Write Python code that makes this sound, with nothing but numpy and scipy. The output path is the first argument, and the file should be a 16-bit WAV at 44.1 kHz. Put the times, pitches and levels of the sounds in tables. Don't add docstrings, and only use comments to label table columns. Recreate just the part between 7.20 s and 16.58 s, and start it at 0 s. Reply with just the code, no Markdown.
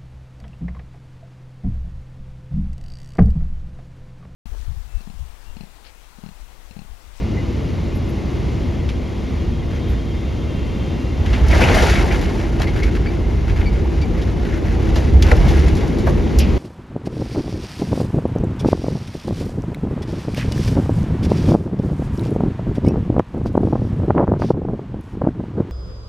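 import sys
import numpy as np
from scipy import signal
from scipy.fft import rfft, irfft, next_fast_len
from scipy.io import wavfile
from scipy.ndimage import uniform_filter1d, map_coordinates

SR = 44100
rng = np.random.default_rng(int(sys.argv[2]) if len(sys.argv) > 2 else 0)


def dump_mix(stems):
    frames = np.atleast_2d(stems).T
    limited = np.clip(frames, -1, 1)
    pcm = np.round(limited * 32767).astype(np.int16)
    wavfile.write(sys.argv[1], SR, pcm)


N = 413658
TOUCHDOWN_S = 3.88


def undercarriage(load, buffet_db=-23.2, gust_db=1.1, roll_db=-18.5, uneven_db=2.0, spin_up_s=0.043):
    # frequency in Hz, level in dB.
    airframe_spectrum = [(15, -37), (25, -8), (40, -6.5), (55, 2.5), (70, 2.5), (90, -2.5), (110, -7.5)]
    wheel_spectrum = [(15, -34), (25, -20), (40, -4), (52, 0), (66, 1.5), (82, -2.5), (110, -11.5)]
    roar_spectrum = [(110, -4.5), (150, 0), (220, -2.5), (290, -5.5), (335, -2), (420, -7), (520, -13.5)]
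    # time in seconds, relative level in dB.
    roar_levels = [(3.95, -45), (3.99, -35), (4.45, -18.5), (5.25, -24.5), (5.68, -24), (6.3, -29.5),
                   (6.5, -25.5), (7.4, -23.5), (8.55, -20), (9.32, -21.5)]
    roar_db, = curves(roar_levels)
    buffet_gain = amp(buffet_db + gust_db * wobble(4.05))
    buffet = buffet_gain * rumble(airframe_spectrum, below_db=18, above_db=13.5, span_s=0.12)
    wheel_gain = np.hypot(amp(roll_db + uneven_db * wobble(7.6)), load)
    wheels = wheel_gain * rumble(wheel_spectrum, below_db=20, above_db=16, span_s=0.105)
    roar = amp(roar_db - 0.5) * rumble(roar_spectrum, below_db=17, above_db=37, span_s=0.076)
    grounded = after_touchdown(spin_up_s)
    return (1 - grounded) * buffet + grounded * (wheels + roar)


def gear_load():
    # start in seconds, length in seconds, rumble in dB, rattle in dB.
    loads = [(3.903, 0.26, -21, -37), (4.16, 0.67, -13.5, -24), (6.25, 0.83, -18, -64),
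             (7.427, 0.36, -17.5, -40.5), (7.88, 0.64, -9.5, -33), (8.722, 0.29, -17.5, -66),
             (9.145, .3, -15.5, -57)]
    attack_s, sag_db_per_s, release_t60 = 0.067, 4.5, 0.33
    build_s, hold_s, fall_db_per_s = 0.24, 0.2, 23.5
    rumble_power, rattle_power = np.zeros(N), np.zeros(N)
    for start, length, rumble_db, rattle_db in loads:
        t = np.maximum(np.arange(N) / SR - start, 0)
        held = np.minimum(t / attack_s, 1) * fade(np.maximum(t - length, 0), release_t60)
        rumble_power += (held * amp(rumble_db - sag_db_per_s * t)) ** 2
        built = np.minimum(t / build_s, 1) ** 2
        dying_s = np.maximum(t - build_s - hold_s, 0)
        rattle_power += (built * amp(rattle_db - fall_db_per_s * dying_s)) ** 2
    return np.sqrt(rumble_power), np.sqrt(rattle_power)


def bumps(judder_s=5.1, period_s=0.073, judder_db=-19, loss_db=11):
    # start in seconds, strength in dB.
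    single_jolts = [(2.695, -3.5), (3.918, -4), (4.208, -9), (4.263, -3), (7.936, 1), (9.157, 1)]
    judder = [(judder_s + k * period_s, judder_db - k * loss_db) for k in range(5)]
    return list(single_jolts) + judder


def jolts(boom_hz=63, t60=0.23, rise_s=0.011):
    t, out = np.arange(SR // 2) / SR, np.zeros(N)
    boom = np.sin(2 * np.pi * boom_hz * t) * fade(t, t60) * (1 - np.exp(-t / rise_s))
    for start, db in bumps():
        add(out, start, amp(db) * boom)
    return out


def rattle(shake, panel_floor_db=-38.5, trim_floor_db=-43, jingle_db=-16.5, jingle_lag_s=0.046):
    # frequency in Hz, level in dB.
    panel_spectrum = [(450, -4.5), (600, -2.5), (800, 0.5), (1000, -4.5), (1300, -16)]
    trim_spectrum = [(1300, 1), (1650, -1), (2000, 1.5), (2400, -4), (3000, -5.5), (4000, -10.5),
                     (6000, -14), (9000, -21), (13000, -34.5), (15500, -25)]
    t = np.arange(N) / SR
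    panel_taps = chatter(taps_per_s=450, spread_db=2, bunch_db=3, t60=0.059)
    panels = coloured(panel_taps, panel_spectrum, below_db=42, above_db=8)
    panels *= np.hypot(amp(panel_floor_db), amp(1.5) * shake) * surge(depth=2.5, t60=1.0)
    trim_taps = chatter(taps_per_s=800, spread_db=0, bunch_db=4.5, t60=0.077)
    trim = coloured(trim_taps, trim_spectrum, below_db=30, above_db=6)
    trim *= np.hypot(amp(trim_floor_db), shake) * surge(depth=0.55, t60=0.64)
    jingle = metallic(chatter(taps_per_s=110, spread_db=2, bunch_db=-1, t60=0.04))
    jingle *= amp(jingle_db) * np.interp(t - jingle_lag_s, t, shake)
    return after_touchdown(rise_s=0.18) * (panels + trim + jingle)


def chatter(taps_per_s, spread_db, bunch_db, t60, parts=10):
    t, out = np.arange(SR // 8) / SR, np.zeros((2, N))
    for _ in range(parts):
        size_db = spread_db * rng.uniform(-2.3, 2.3, N) + bunch_db * 2 * np.tanh(wobble(17) / 2)
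        taps = (rng.random(N) < taps_per_s / parts / SR) * amp(size_db)
        out += signal.oaconvolve(taps[None], burst(t, t60), axes=1)[:, :N]
    return out


def surge(depth, t60):
    t, kick = np.arange(SR // 2) / SR, np.ones(N)
    for start, db in bumps():
        add(kick, start, depth * amp(db) * fade(t, t60))
    return kick / uniform_filter1d(kick, SR // 6)


def clacks(lead_s=0.0034, skirt=3.0):
    # start in seconds, level in dB, centre in Hz, width in octaves, t60 in seconds.
    strikes = [(1.69, -23.5, 2200, 1.3, 0.11), (4.062, -22, 2040, 1.2, 0.065),
               (4.131, -19, 1860, 1.1, 0.25), (4.245, -21, 1690, 0.89, .13),
               (4.311, -18.5, 2280, 1.6, 0.12), (4.328, -12, 1850, .35, 0.098),
               (4.416, -10, 2200, 0.49, 0.18), (4.437, -14, 2730, .22, 0.16), (4.485, -8, 1850, 0.82, 0.14),
               (4.545, -11.5, 1900, 1, 0.2), (4.546, -19.5, 5150, 1.2, 0.31),
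               (4.622, -16, 3600, 1.05, 0.37), (4.695, -21, 3400, 1.3, .25),
               (4.912, -16.5, 2030, 0.51, 0.13), (5.013, -23.5, 2000, 2, 0.072),
               (5.398, -22, 2400, 1.4, 0.1), (5.418, -15, 2260, 1.6, 0.041),
               (5.473, -22.5, 2150, 1.25, 0.2), (5.632, -20, 2200, 1.4, 0.11),
               (5.75, -26.5, 2205, 1.09, 0.1), (5.860, -22, 1906, 0.49, 0.07),
               (6.297, -23, 2000, 1.1, 0.071), (6.413, -20, 1960, 0.75, 0.08),
               (6.816, -26, 3200, 1.1, 0.07), (7.017, -27, 3000, 1.14, .13), (7.327, -26, 1879, 0.53, 0.12),
               (7.69, -28, 2608, 1.4, .07), (7.757, -19.5, 2580, 1.4, 0.26), (8.024, -8, 3230, 1.16, 0.054),
               (8.116, -4, 1742, 0.54, 0.028), (8.283, -21, 2623, 1.5, 0.28),
               (9.187, -11.5, 5400, 1.5, 0.081), (9.197, -17, 2530, 0.6, 0.35),
               (9.205, -21, 4700, 0.3, 0.15)]
    t, out = np.arange(SR // 4) / SR, np.zeros((2, N))
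    for start, db, centre_hz, octaves, t60 in strikes:
        strike = np.pad(burst(t, t60), ((0, 0), (int(lead_s * SR), 0)))
        detuning = lambda hz: np.log2((hz + 1) / centre_hz) / octaves
        ring = filtered(strike, lambda hz: (1 + detuning(hz) ** 2 / skirt) ** -(skirt + 1))
        add(out, start - lead_s, amp(db) * ring / np.abs(ring).max())
    return diffuse(out)


def knocks():
    # start in seconds, level in dB, pitch ratio, t60 in seconds.
    blows = [(4.332, -8.5, 1.22, 0.2), (4.412, -7, 1.04, .16), (4.496, -9, 0.99, .15),
             (4.566, -6.5, 1.28, 0.14), (4.622, -9, 0.91, 0.17), (5.40, -15, 1.41, .15),
             (7.758, -14.5, 1.22, 0.17), (8.116, -5, 0.972, 0.13), (8.63, -19, 1.4, .16),
             (8.868, -9, 1.12, 0.14), (8.885, -18, 1.15, .13)]
    # centre in Hz, width in Hz, level in dB.
    bin_modes = [(173, 44, 5), (485, 75, 7), (614, 86, 0), (793, 84, -2.5), (1035, 127, -6),
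                 (1460, 250, -10)]
    t, out = np.arange(SR // 4) / SR, np.zeros((2, N))
    body = lambda hz: sum((-1) ** k * amp(db) * 1j * hz * width / (centre**2 - hz**2 + 1j * hz * width)
                          for k, (centre, width, db) in enumerate(bin_modes))
    for start, db, pitch, t60 in blows:
        ring = filtered(burst(t, t60), lambda hz: body(hz / pitch))
        add(out, start, amp(db) * ring / np.abs(ring).max(axis=1, keepdims=True))
    return diffuse(out)


def creaks(slips_per_s=170, scatter_db=2.5, t60=0.061):
    # start in seconds, length in seconds, level in dB.
    runs = [(2.508, 0.065, -41.5), (2.69, 0.053, -42.5), (5.409, .04, -32), (5.531, 0.078, -34.5),
            (5.639, 0.055, -36.5), (5.747, 0.024, -33), (5.903, 0.032, -47), (6.279, 0.043, -38),
            (6.355, 0.058, -36), (6.421, 0.028, -40), (6.713, 0.044, -43), (6.928, 0.076, -43),
            (7.068, 0.063, -44), (7.246, 0.064, -38), (7.324, 0.067, -39), (7.44, 0.11, -38),
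            (8.038, 0.076, -30.5)]
    # frequency in Hz, level in dB.
    plastic_spectrum = [(1200, -3.5), (1500, 2.5), (2050, 0), (2500, -3.5), (3300, -10.5), (4600, -13),
                        (6500, -17.5), (13000, -31)]
    t, out = np.arange(SR // 16) / SR, np.zeros((2, N))
    for start, length, db in runs:
        run = np.zeros((2, int(length * SR) + len(t)))
        slips = max(int(length * slips_per_s), 2)
        for k in range(slips):
            ring = burst(t, t60)
            slip_s = (k + rng.random()) * length / slips
            add(run, slip_s, amp(scatter_db * rng.standard_normal()) * ring)
        gain = amp(db) * np.sqrt(length * SR / run.shape[1])
        add(out, start, gain * coloured(run, plastic_spectrum, below_db=10, above_db=6))
    return out


def squeaks(glide=0.01, jitter=0.075, flutter_db=6):
    # start in seconds, level in dB, pitch in Hz, length in seconds, overtone in dB,
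    # roughness from 0 to 1.
    rubs = [(0.168, -35, 2030, 0.052, -30, .25), (0.75, -51, 11500, .04, -60, .5),
            (0.885, -52, 11400, .035, -60, .5), (2.115, -43, 2060, .04, -25, .4),
            (2.42, -42, 2020, .03, -25, .4), (2.687, -54, 11400, .05, -60, .5),
            (3.012, -44, 2070, .04, -25, .4), (3.44, -44, 2070, .05, -25, .4),
            (4.31, -23, 2180, 0.03, -18, .75), (4.755, -23, 2190, 0.035, -22, .75),
            (5.468, -27, 2130, 0.036, -17, .7), (5.623, -24.5, 2190, 0.03, -22, .45),
            (5.652, -33, 2170, .035, -22, .5), (5.864, -34, 2300, 0.046, -8, .3),
            (6.457, -30, 2280, 0.046, -8, .25), (6.814, -35, 2300, .022, -1, .28),
            (6.832, -33.5, 2330, .02, -11, .25)]
    out = np.zeros(N)
    unsteady = jitter * (wobble(1100) + 0.2 * wobble(140))
    grip_db = flutter_db * wobble(350)
    for start, db, pitch_hz, length, overtone_db, rough in rubs:
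        progress = np.linspace(0, 1, int(length * SR))
        now = slice(round(start * SR), round(start * SR) + len(progress))
        bend = 1 + glide * (progress - 0.5) + rough * unsteady[now]
        phase = 2 * np.pi * np.cumsum(pitch_hz * bend) / SR
        swell = np.sin(np.pi * np.sqrt(progress)) ** 0.7 * unit(amp(rough * grip_db[now]))
        add(out, start, amp(db) * swell * (np.sin(phase) + amp(overtone_db) * np.sin(2 * phase)))
    return out


def ticks():
    # start in seconds, peak level in dB, t60 in seconds.
    clicks = [(4.284, -22, 0.046), (4.418, -19, 0.047), (4.668, -21, 0.046), (4.712, -25, .05),
              (4.878, -36, 0.023), (4.923, -27, .08), (8.115, -22.5, 0.062), (8.167, -24, 0.027),
              (8.395, -26, 0.044), (8.482, -28, 0.072), (8.552, -25.5, 0.071), (8.568, -27, 0.067),
              (8.678, -31, .05), (8.785, -30, 0.18), (8.891, -31, 0.14)]
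    t, out = np.arange(SR // 8) / SR, np.zeros((2, N))
    for start, db, t60 in clicks:
        ring = metallic(burst(t, t60))
        add(out, start, amp(db) * ring / np.abs(ring).max())
    return out


def metallic(taps):
    # frequency in Hz, level in dB.
    metal_spectrum = [(4200, 2.5), (6500, -1.5), (9500, -6), (13000, -18)]
    return coloured(taps, metal_spectrum, below_db=14, above_db=6)


def airflow():
    # time in seconds, level in dB.
    rush_levels = [(0, -24.5), (3.9, -24.5), (5.2, -26.5), (7.4, -27.5), (9.38, -22.5)]
    # frequency in Hz, level in dB.
    rush_spectrum = [(110, -0.5), (170, -3), (250, -3.5), (350, -8.5), (500, -14), (700, -20.5),
                     (1000, -23.5), (1600, -31), (2100, -28), (2600, -31), (4000, -35.5), (7000, -43),
                     (13000, -57.5), (15500, -55)]
    level_db, = curves(rush_levels)
    gain = amp(level_db + 0.82 * wobble(5))
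    return gain * coloured(rng.standard_normal((2, N)), rush_spectrum, below_db=6.5, above_db=6)


def engines(whine_width_hz=45, waver=0.002):
    # time in seconds, blade tone in Hz.
    spool = [(0, 3340), (2.3, 3245), (3.9, 3172), (9.38, 3180)]
    # ratio to the blade tone, level in dB, loudest time in seconds, half-length in seconds.
    blades = [(.87, -52, 3.6, .45), (.998, -52, 3.2, 1.3), (1.124, -55.5, 3.1, .85)]
    # pitch in Hz, level in dB, width in Hz.
    hums = [(335, -37.5, 36), (2118, -54, 80), (2857, -59, 14)]
    t = np.arange(N) / SR
    pitch_hz, = curves(spool)
    phase = 2 * np.pi * np.cumsum(pitch_hz * (1 + waver * wobble(7.6))) / SR
    whine = np.zeros(N)
    for ratio, db, loudest_s, half_s in blades:
        swell = amp(db) / np.hypot(1, ((t - loudest_s) / half_s) ** 2)
        whine += swell * fuzzy_tone(ratio * phase, whine_width_hz, core=0.6)
    hum = sum(amp(db) * fuzzy_tone(2 * np.pi * hz * t, width, core=0) for hz, db, width in hums)
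    return whine + hum


def fuzzy_tone(phase, width_hz, core):
    return unit(np.real((core + wobble(width_hz) + 1j * wobble(width_hz)) * np.exp(1j * phase)))


def rumble(spectrum, below_db, above_db, span_s):
    noise = coloured(rng.standard_normal((2, N)), spectrum, below_db, above_db)
    power = uniform_filter1d(np.mean(noise ** 2, 0), int(span_s * SR) + 1)
    return noise / np.sqrt(np.abs(power) + 1e-6)


def coloured(pair, spectrum, below_db, above_db):
    octaves = lambda high, low: np.maximum(np.log2((high + 1) / (low + 1)), 0)
    skirt_db = lambda hz: below_db * octaves(spectrum[0][0], hz) + above_db * octaves(hz, spectrum[-1][0])
    return unit(diffuse(filtered(pair, lambda hz: amp(along(spectrum, hz) - skirt_db(hz)))))


def diffuse(pair):
    # frequency in Hz, likeness of left and right from 0 to 1.
    likeness = [(40, 0.97), (80, 0.95), (130, 0.88), (300, 0.74), (420, 0.68), (1000, 0.61), (1600, 0.46),
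                (2000, 0.86), (2600, 1)]
    turn = lambda hz: np.arccos(np.clip(along(likeness, hz), 0, 1)) / 2
    mid, side = filtered(pair, lambda hz: np.array([np.cos(turn(hz)), np.sin(turn(hz))]))
    return np.array([mid + side, mid - side])


def after_touchdown(rise_s):
    return np.clip((np.arange(N) / SR - TOUCHDOWN_S) / rise_s, 0, 1)


def burst(t, t60):
    return rng.standard_normal((2, len(t))) * fade(t, t60)


def fade(t, t60):
    return np.exp(-np.log(1000) * t / t60)


def amp(db):
    return 10 ** (np.asarray(db) / 20)


def unit(x):
    return x / np.sqrt(np.mean(x ** 2) + 1e-20)


def along(points, hz):
    freqs, values = np.transpose(points)
    return np.interp(np.log(hz + 1), np.log(freqs + 1), values)


def curves(rows):
    times, *columns = np.transpose(rows)
    return [np.interp(np.arange(N) / SR, times, column) for column in columns]


def wobble(rate):
    return map_coordinates(rng.standard_normal(int(N * rate / SR) + 4), [np.arange(N) * rate / SR])


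def filtered(x, response):
    size = x.shape[-1]
    padded = next_fast_len(size + 8192)
    return irfft(rfft(x, padded) * response(np.fft.rfftfreq(padded, 1 / SR)), padded)[..., :size]


def add(track, start, sound):
    part = track[..., round(start * SR):][..., :sound.shape[-1]]
    part += sound[..., :part.shape[-1]]


def scene():
    load, shake = gear_load()
    background = airflow() + engines()
    landing = undercarriage(load) + jolts()
    cabin = rattle(shake) + creaks() + clacks() + ticks() + knocks() + squeaks()
    return landing + cabin + background


def record(dry, top_hz=15750):
    # frequency in Hz, left minus right level in dB.
    lean = [(60, -1.3), (120, 0.5), (220, 1), (340, 4), (520, 3.5), (1000, 0.5), (2000, 3.5), (2700, 0)]
    # frequency in Hz, left minus right in radians.
    twist = [(6100, 0), (7100, -1.3), (7900, -3), (8700, -3.3), (10700, -6.2), (12700, -6.4), (14200, -9.3),
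             (15700, -9.5)]
    tilt = lambda hz: amp(along(lean, hz) / 2) * np.exp(0.5j * along(twist, hz))
    pair = filtered(dry, lambda hz: np.array([tilt(hz), 1 / tilt(hz)]))
    rounded = pair / (1 + np.abs(pair) ** 6) ** (1 / 6)
    return filtered(rounded, lambda hz: hz < top_hz)


dry = scene()
out = record(dry)
dump_mix(out)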